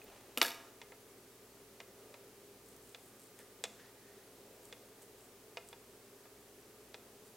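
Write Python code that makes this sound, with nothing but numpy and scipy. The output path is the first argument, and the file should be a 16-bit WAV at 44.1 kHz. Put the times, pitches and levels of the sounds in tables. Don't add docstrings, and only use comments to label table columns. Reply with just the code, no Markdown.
import sys
import numpy as np
from scipy import signal
from scipy.fft import rfft, irfft
from scipy.io import wavfile

SR = 44100
rng = np.random.default_rng(int(sys.argv[2]) if len(sys.argv) > 2 else 0)


def waveform_to_disk(signal):
    frames = np.transpose(np.atleast_2d(signal))
    scaled = np.clip(frames, -1, 1) * 32767
    samples = np.round(scaled).astype(np.int16)
    wavfile.write(sys.argv[1], SR, samples)


N = 324576
TIME = np.arange(N) / SR

# start in seconds, nominal peak in dB, table share in dB, main ring in Hz,
# its lift in dB, second ring in Hz, its lift in dB, table ring in Hz, its lift in dB.
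NEEDLE_CLICKS = [(0.8156, -35.5, 0, 2310, 4, 3500, 5, 930, 8),
                 (0.9210, -38.5, 7.5, 2080, 11, 6800, 14, 1140, 3),
                 (1.8024, -33.5, 5, 2490, 5, 5830, 15, 490, 2), (2.141, -40, -1, 2700, 0, 5000, 4, 600, -1),
                 (2.9465, -34.5, 1, 3500, 7.5, 2050, -2, 1220, 6),
                 (3.3903, -48.5, -4, 1800, 7, 3000, 1, 800, -1), (3.3964, -49, 3, 2000, 2, 3000, 1, 800, 2),
                 (3.6389, -20.5, -1.5, 3400, 10.5, 7500, 4.5, 700, 8),
                 (3.6461, -45, -12, 7000, 4, 3400, 1, 700, 1),
                 (3.6511, -33, 3, 3420, 2, 7000, -5, 720, -10),
                 (3.6543, -39.5, -9, 7600, 6, 3420, 3, 720, -2),
                 (4.7259, -34, 1, 3400, 8, 5000, 6, 620, -3),
                 (5.5711, -27, 8, 2560, 9, 5100, 11.5, 660, 3.5),
                 (5.7289, -37, 5, 3300, 14, 4700, 14, 930, 13),
                 (6.2550, -46.5, 4, 1900, 6, 3400, 9, 603, 6), (6.9433, -33, 2, 2490, 5, 3950, 9, 690, 4)]
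# pitch in Hz, height of the resonance in dB, time to fade by 60 dB in seconds.
NEEDLE_TONES = [(1720, 8, 0.04), (2100, 14.5, 0.04), (2490, 15, 0.035), (2870, 10, 0.03), (3460, 15, 0.022),
                (3930, 8, 0.03), (4610, 9, 0.022), (5010, 6.5, 0.02), (5330, 6.5, 0.018), (5870, 5, 0.012),
                (6730, 10, 0.007), (7520, 12, 0.008)]
# frequency in Hz, relative level in dB per Hz.
NEEDLE_CRACK_SPECTRUM = [(120, -20), (280, -11), (450, 8), (1100, 0.5), (2500, 3.5), (5000, 1),
                         (8000, -2.5), (11000, -13), (16000, -18)]
USUAL_CLICK_DB, USUAL_BRIGHT_HZ = -32.5, 5500
PEAK_DB_PER_OCTAVE = 12
TABLE_DB_PER_OCTAVE = 7.5

# start in seconds, nominal peak
# in dB, brightness in Hz, table share in dB, main ring in Hz, its lift in dB, second ring in Hz,
# its lift in dB, table ring in Hz, its lift in dB.
PEN_KNOCKS = [(0.3734, -26, 700, 8, 2000, 0, 1700, 0, 400, 3),
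              (0.3746, -17.5, 14000, 1, 2920, 14.5, 4170, -17, 1340, 7),
              (0.3818, -24, 15000, -7, 11800, 1, 9300, 12, 480, 3),
              (0.3998, -37, 15000, -8, 7200, 15, 9300, 14, 1340, 2),
              (0.4146, -17, 4500, 12.5, 2480, 13, 3500, 2, 480, 2.5),
              (0.4156, -6.5, 5800, 4, 2500, 10.5, 4650, 4.5, 920, 8.5),
              (0.4222, -19, 12000, 12, 11800, 8, 4500, 10, 690, 13.5),
              (0.4271, -18.5, 15000, -4, 3650, 8, 11800, 11, 700, -9),
              (0.4294, -17.5, 7000, 7.5, 3700, 14, 2700, 0, 1340, 11),
              (0.4492, -21.5, 7000, 3, 1700, 22, 2340, -1, 1340, 5),
              (0.4659, -24.5, 9000, 5.5, 5200, 2, 7200, 8, 500, 9),
              (0.4815, -28.5, 9000, -2, 2330, 3, 3450, -5, 600, 3),
              (0.5062, -32, 12000, -5, 3500, 13, 2300, 3, 1250, 6),
              (0.5170, -32.5, 9000, -11, 5700, 17, 2300, 9, 920, 4)]
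# pitch in Hz, height of the resonance in dB, time to fade by 60 dB in seconds.
PEN_TONES = [(1680, 7, 0.035), (2300, 5, 0.02), (2484, 11, 0.022), (2700, 6, 0.014), (2900, 10, 0.016),
             (3450, 13, 0.028), (3700, 14, 0.016), (4490, 13, 0.014), (5250, 12, 0.014), (5700, -1, 0.04),
             (7190, 9, 0.025), (9250, 12, 0.035), (11750, 16, 0.016), (12400, 11, 0.008)]
# frequency in Hz, relative level in dB per Hz.
PEN_CRACK_SPECTRUM = [(70, -25), (195, -15), (245, 4.5), (450, 2.5), (1000, -3), (1800, 1), (2800, -5),
                      (5000, -5.5), (8000, -4.5), (12000, -1.5), (16000, -8)]
# pitch in Hz, height of the resonance in dB,
# time to fade by 60 dB in seconds.
TABLE_TONES = [(243, 5, 0.16), (285, 1, 0.08), (325, 0, 0.07), (403, 0, 0.07), (485, 10, 0.1),
               (510, 5, 0.12), (625, 0, 0.06), (680, 12, 0.08), (807, 5, 0.09), (922, 10.5, 0.075),
               (1060, 3, 0.04), (1230, 7, 0.08), (1342, 13.5, 0.18), (1678, 5, 0.06)]
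CHATTER_START_S, CHATTER_ATTACK_S, CHATTER_HOLD_S, CHATTER_RELEASE_S = 0.416, 0.0057, 0.13, 0.012
CHATTER_DB, CHATTER_FADE_DB_PER_S = -35.5, 183
# start in seconds, peak in dB, pitch in Hz.
PEN_TICKS = [(0.017, -47, 2530), (0.0415, -49, 14900)]
TICK_T60_S = 0.022
# middle in seconds, length in seconds, level in dB.
# All lengths of rubbing strokes run between the points about 4 dB below the middle.
GRIP_SHIFTS = [(0.108, 0.0089, -70), (0.17, 0.37, -63.5)]
# frequency in Hz, relative level in dB per Hz.
FINGER_SPECTRUM = [(250, -2), (650, 7.5), (1300, -7), (2600, -4.5), (5000, -12.5), (9000, -17),
                   (15000, -24)]

# middle in seconds, length in seconds, nominal level in dB.
LOOP_SLIDES = [(4.662, 0.053, -64.5), (5.027, 0.018, -59.5), (5.227, 0.072, -67.5), (5.68, 0.063, -68),
               (7.265, 0.033, -64.5)]
SHOVE_START_S, SHOVE_EVERY_S, SHOVE_LENGTH_S, SHOVE_DB = 2.70, 0.177, 0.073, -66
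# start in seconds, nominal peak in dB.
FIBRE_SNAPS = [(2.764, -43.5), (3.201, -48), (3.39, -44.5), (5.023, -47), (5.6876, -39)]
# frequency in Hz, relative level in dB per Hz.
WOOL_SPECTRUM = [(1000, -39), (3000, -12.5), (5500, -15), (7000, -4), (8400, 0.5), (10000, -5.5),
                 (13000, -8), (16000, -12)]
# middle in seconds, length in seconds, level in dB.
SLEEVE_BRUSHES = [(3.41, 0.048, -69), (3.82, 0.13, -64.5), (4.12, 0.16, -69.5)]
# frequency in Hz, relative level in dB per Hz.
SLEEVE_SPECTRUM = [(300, -23), (700, -10), (1300, -7), (1850, 3.5), (2400, -11), (3600, -9), (6000, -13),
                   (12000, -32)]
# middle in seconds, length in seconds, level in dB.
FABRIC_TURNS = [(2.08, 0.25, -64), (4.6, 0.57, -65), (6.9, 0.18, -71)]
# frequency in Hz, relative level in dB per Hz.
FABRIC_SPECTRUM = [(200, -35), (400, -9), (560, -4.5), (800, -15.5), (1500, -24), (5000, -31)]

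# pitch in Hz, level in dB rms, wavering share from 0 to 1, waver rate in Hz.
HUM_TONES = [(58.5, -80.5, 0.6, 4.6), (102, -79, 0, 2), (120, -76.5, 0.1, 3.7), (266, -74.5, 0.1, 4.6),
             (404, -69.5, 0.65, 3), (210, -78, 1, 6.1), (388, -74, 1, 9), (431, -71, 1, 8),
             (1211, -82, 1, 3.9)]
# frequency in Hz, relative level in dB per Hz.
AIR_SPECTRUM = [(25, -12), (45, -30), (85, -19), (150, -6), (240, -2), (310, -2), (390, 3), (490, -0.5),
                (620, -4.5), (1000, -10), (1900, -13), (3500, -16), (9000, -16), (16000, -18.5)]
AIR_DB = -60.5
# frequency in Hz, level of the left-right difference part
# against the shared part in dB.
AIR_WIDTH = [(60, -6), (300, -24), (1000, -9.5), (3000, -4), (8000, -4), (15000, -3.5)]
# frequency in Hz, time to fade by 60 dB in seconds.
ROOM_FADE = [(200, 0.7), (1000, 0.9), (3000, 0.42), (7000, 0.58), (14000, 0.37)]
CUTOFF_HZ = 16000


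def needle_contacts():
    contacts = []
    for s, peak_db, table_db, *rings in NEEDLE_CLICKS:
        octaves = (peak_db - USUAL_CLICK_DB) / PEAK_DB_PER_OCTAVE - table_db / TABLE_DB_PER_OCTAVE
        contacts.append((s, peak_db, USUAL_BRIGHT_HZ * 2 ** octaves, table_db, *rings))
    return contacts


def needles():
    return blows(needle_contacts(), NEEDLE_TONES, NEEDLE_CRACK_SPECTRUM, grit_db=6.0, grit_t60=0.053,
                 travel_s=0.00035, round_trip_s=0.0006, reflected=0.56, crest_db=12.0)


def pen_drop():
    return blows(PEN_KNOCKS, PEN_TONES, PEN_CRACK_SPECTRUM, grit_db=6.5, grit_t60=0.03,
                 travel_s=0.00025, round_trip_s=0.000403, reflected=0.4, crest_db=12.5)


def blows(rows, tones, crack, grit_db, grit_t60, travel_s, round_trip_s, reflected, crest_db):
    out, t = np.zeros(N), TIME[:SR // 3]
    click = pulse(crack, len(t))
    for (s, peak_db, bright_hz, table_db, ring_hz, ring_db, second_hz, second_db,
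         table_hz, table_lift_db) in rows:
        fading_noise = rng.standard_normal(len(t)) * dying(t, grit_t60)
        grit = rms_one(signal.fftconvolve(click, fading_noise)[:len(t)])
        grit *= from_db(grit_db) * np.std(click)
        body = ringing(tones, t, scatter_db=0.5, favoured=[(ring_hz, ring_db), (second_hz, second_db)])
        table_ring = ringing(TABLE_TONES, t, scatter_db=1.0, favoured=[(table_hz, table_lift_db)])
        table = signal.fftconvolve(click, table_ring)[:len(t)]
        shaft = dispersed(click + grit + body, travel_s, round_trip_s, reflected)
        softness = signal.butter(2, [170, bright_hz], "band", fs=SR, output="sos")
        sound = signal.sosfilt(softness, shaft + from_db(table_db) * table)
        add(out, s, from_db(peak_db - crest_db) * sound / np.std(sound[:SR // 250]))
    return out


def ringing(tones, t, scatter_db, favoured):
    hz, height_db, t60 = np.transpose(tones)[:, :, None]
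    lift_db = 0
    for near_hz, db in favoured:
        lift_db = lift_db + db * np.exp(-0.5 * (5.5 * np.log2(hz / near_hz)) ** 2)
    height = from_db(height_db + lift_db + scatter_db * rng.standard_normal(hz.shape))
    strength = height * 2 * np.log(1000) / (t60 * SR)
    return np.sum(strength * np.cos(2 * np.pi * hz * t) * dying(t, t60), axis=0)


def dispersed(sound, travel_s, round_trip_s, reflected):
    size = 2 * len(sound)
    bending = -4j * np.pi * np.sqrt(1000 * np.fft.rfftfreq(size, 1 / SR))
    trip = np.exp(bending * round_trip_s)
    ends = ((trip - reflected) / (1 - reflected * trip)) ** 2
    return irfft(rfft(sound, size) * np.exp(bending * travel_s) * ends, size)[:len(sound)]


def chatter(touches_per_s, barrel_db, rough_db):
    touches = random_touches(touches_per_s)
    t = TIME[:SR // 20]
    age = np.maximum(TIME - CHATTER_START_S, 0)
    corners = np.cumsum([0, CHATTER_ATTACK_S, CHATTER_HOLD_S, CHATTER_RELEASE_S])
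    moving = np.interp(age, corners, [0, 1, 1, 0])
    level_db = CHATTER_DB - CHATTER_FADE_DB_PER_S * age + rough_db * drift(150)
    force = moving * from_db(level_db) * rms_one(touches)
    barrel = from_db(barrel_db) * ringing(PEN_TONES, t, scatter_db=0.5, favoured=[])
    touch = pulse(PEN_CRACK_SPECTRUM, len(t)) + barrel
    return signal.fftconvolve(force, touch / np.linalg.norm(touch))[:N]


def handling(rough_db):
    out = strokes(GRIP_SHIFTS) * noise(FINGER_SPECTRUM, N) * from_db(rough_db * drift(60))
    t = TIME[:SR // 10]
    for s, peak_db, hz in PEN_TICKS:
        add(out, s, from_db(peak_db) * np.sin(2 * np.pi * hz * t) * dying(t, TICK_T60_S))
    return out


def wool(grains_per_s, grain_db, hiss_db, snap_t60, snap_db):
    grains = rms_one(colour(random_touches(grains_per_s), WOOL_SPECTRUM))
    rub = from_db(grain_db) * grains + from_db(hiss_db) * noise(WOOL_SPECTRUM, N)
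    out = rub * strokes([*shoves(count=5), *LOOP_SLIDES])
    t = TIME[:SR // 50]
    for s, peak_db in FIBRE_SNAPS:
        add(out, s, from_db(peak_db + snap_db) * noise(WOOL_SPECTRUM, len(t)) * dying(t, snap_t60))
    return out


def shoves(count):
    return [(SHOVE_START_S + k * SHOVE_EVERY_S, SHOVE_LENGTH_S, SHOVE_DB) for k in range(count)]


def sleeve(rough_db):
    return strokes(SLEEVE_BRUSHES) * noise(SLEEVE_SPECTRUM, N) * from_db(rough_db * drift(40))


def fabric(rough_db):
    return strokes(FABRIC_TURNS) * noise(FABRIC_SPECTRUM, N) * from_db(rough_db * drift(25))


def hum():
    out = np.zeros(N)
    for hz, db, share, rate_hz in HUM_TONES:
        waver = drift(rate_hz) + 1j * drift(rate_hz)
        swing = np.sqrt(2 * (1 - share ** 2)) + share * waver
        out += from_db(db) * np.real(swing * np.exp(2j * np.pi * (hz * TIME + rng.random())))
    return out


def air():
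    return from_db(AIR_DB) * noise(AIR_SPECTRUM, N)


def room_response(echo_s, echo_db, echo_t60, tail_db):
    t, edges = TIME[:SR * 3 // 4], np.geomspace(180, 16000, 9)
    tail = np.zeros(len(t))
    for low, high in zip(edges, edges[1:]):
        band_filter = signal.butter(2, [low, high], "band", fs=SR, output="sos")
        band = signal.sosfilt(band_filter, rng.standard_normal(len(t)))
        tail += band * dying(t, at_hz(ROOM_FADE, np.sqrt(low * high))) * (t > 0.004)
    echo = rng.standard_normal(len(t)) * (t > echo_s) * dying(np.abs(t - echo_s), echo_t60)
    return from_db(echo_db) * echo / np.linalg.norm(echo) + from_db(tail_db) * tail / np.linalg.norm(tail)


def room(x, tail_db):
    response = room_response(echo_s=0.01, echo_db=-27.0, echo_t60=0.032, tail_db=tail_db)
    return signal.fftconvolve(x, response)[:N]


def strokes(rows):
    return sum(from_db(db) * np.exp(-2 * ((TIME - s) / length) ** 2) for s, length, db in rows)


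def random_touches(per_s):
    return (rng.random(N) < per_s / SR) * rng.standard_normal(N)


def pulse(spectrum, size):
    gain = from_db(at_hz(spectrum, np.fft.rfftfreq(size, 1 / SR)))
    cepstrum = irfft(np.log(gain), size)
    fold = 1 + np.sign(np.fft.fftfreq(size))
    return irfft(np.exp(rfft(cepstrum * fold)), size)


def noise(spectrum, size):
    return rms_one(colour(rng.standard_normal(size), spectrum))


def colour(x, spectrum):
    size = len(x)
    gain = from_db(at_hz(spectrum, np.fft.rfftfreq(size, 1 / SR)))
    return irfft(rfft(x) * gain, size)


def at_hz(points, hz):
    freqs, values = np.transpose(points)
    return np.interp(np.log(np.maximum(hz, 1)), np.log(freqs), values)


def drift(rate_hz):
    hz = np.fft.rfftfreq(N, 1 / SR)
    return rms_one(irfft(rfft(rng.standard_normal(N)) / (1 + (hz / rate_hz) ** 2), N))


def dying(t, t60):
    return np.exp(-np.log(1000) * t / t60)


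def rms_one(x):
    return x / np.sqrt(np.mean(x ** 2) + 1e-20)


def from_db(db):
    return 10 ** (np.asarray(db) / 20)


def add(track, s, sound):
    start = int(round(s * SR))
    track[start:start + len(sound)] += sound[:N - start]


def scene():
    hands = needles() + sleeve(rough_db=2.0) + fabric(rough_db=1.5)
    hands += wool(grains_per_s=300, grain_db=-1.5, hiss_db=-4.0, snap_t60=0.017, snap_db=-9.0)
    pen = pen_drop() + handling(rough_db=3.0)
    pen += chatter(touches_per_s=1500, barrel_db=-14.0, rough_db=3.0)
    mid = hands + room(hands, tail_db=-15.0) + pen + room(pen, tail_db=-14.0)
    mid += hum() + air()
    side = colour(air(), AIR_WIDTH)
    return np.array([mid + side, mid - side])


def record(dry):
    return signal.sosfilt(signal.ellip(12, 0.1, 70, CUTOFF_HZ, fs=SR, output="sos"), dry)


dry = scene()
out = record(dry)
waveform_to_disk(out)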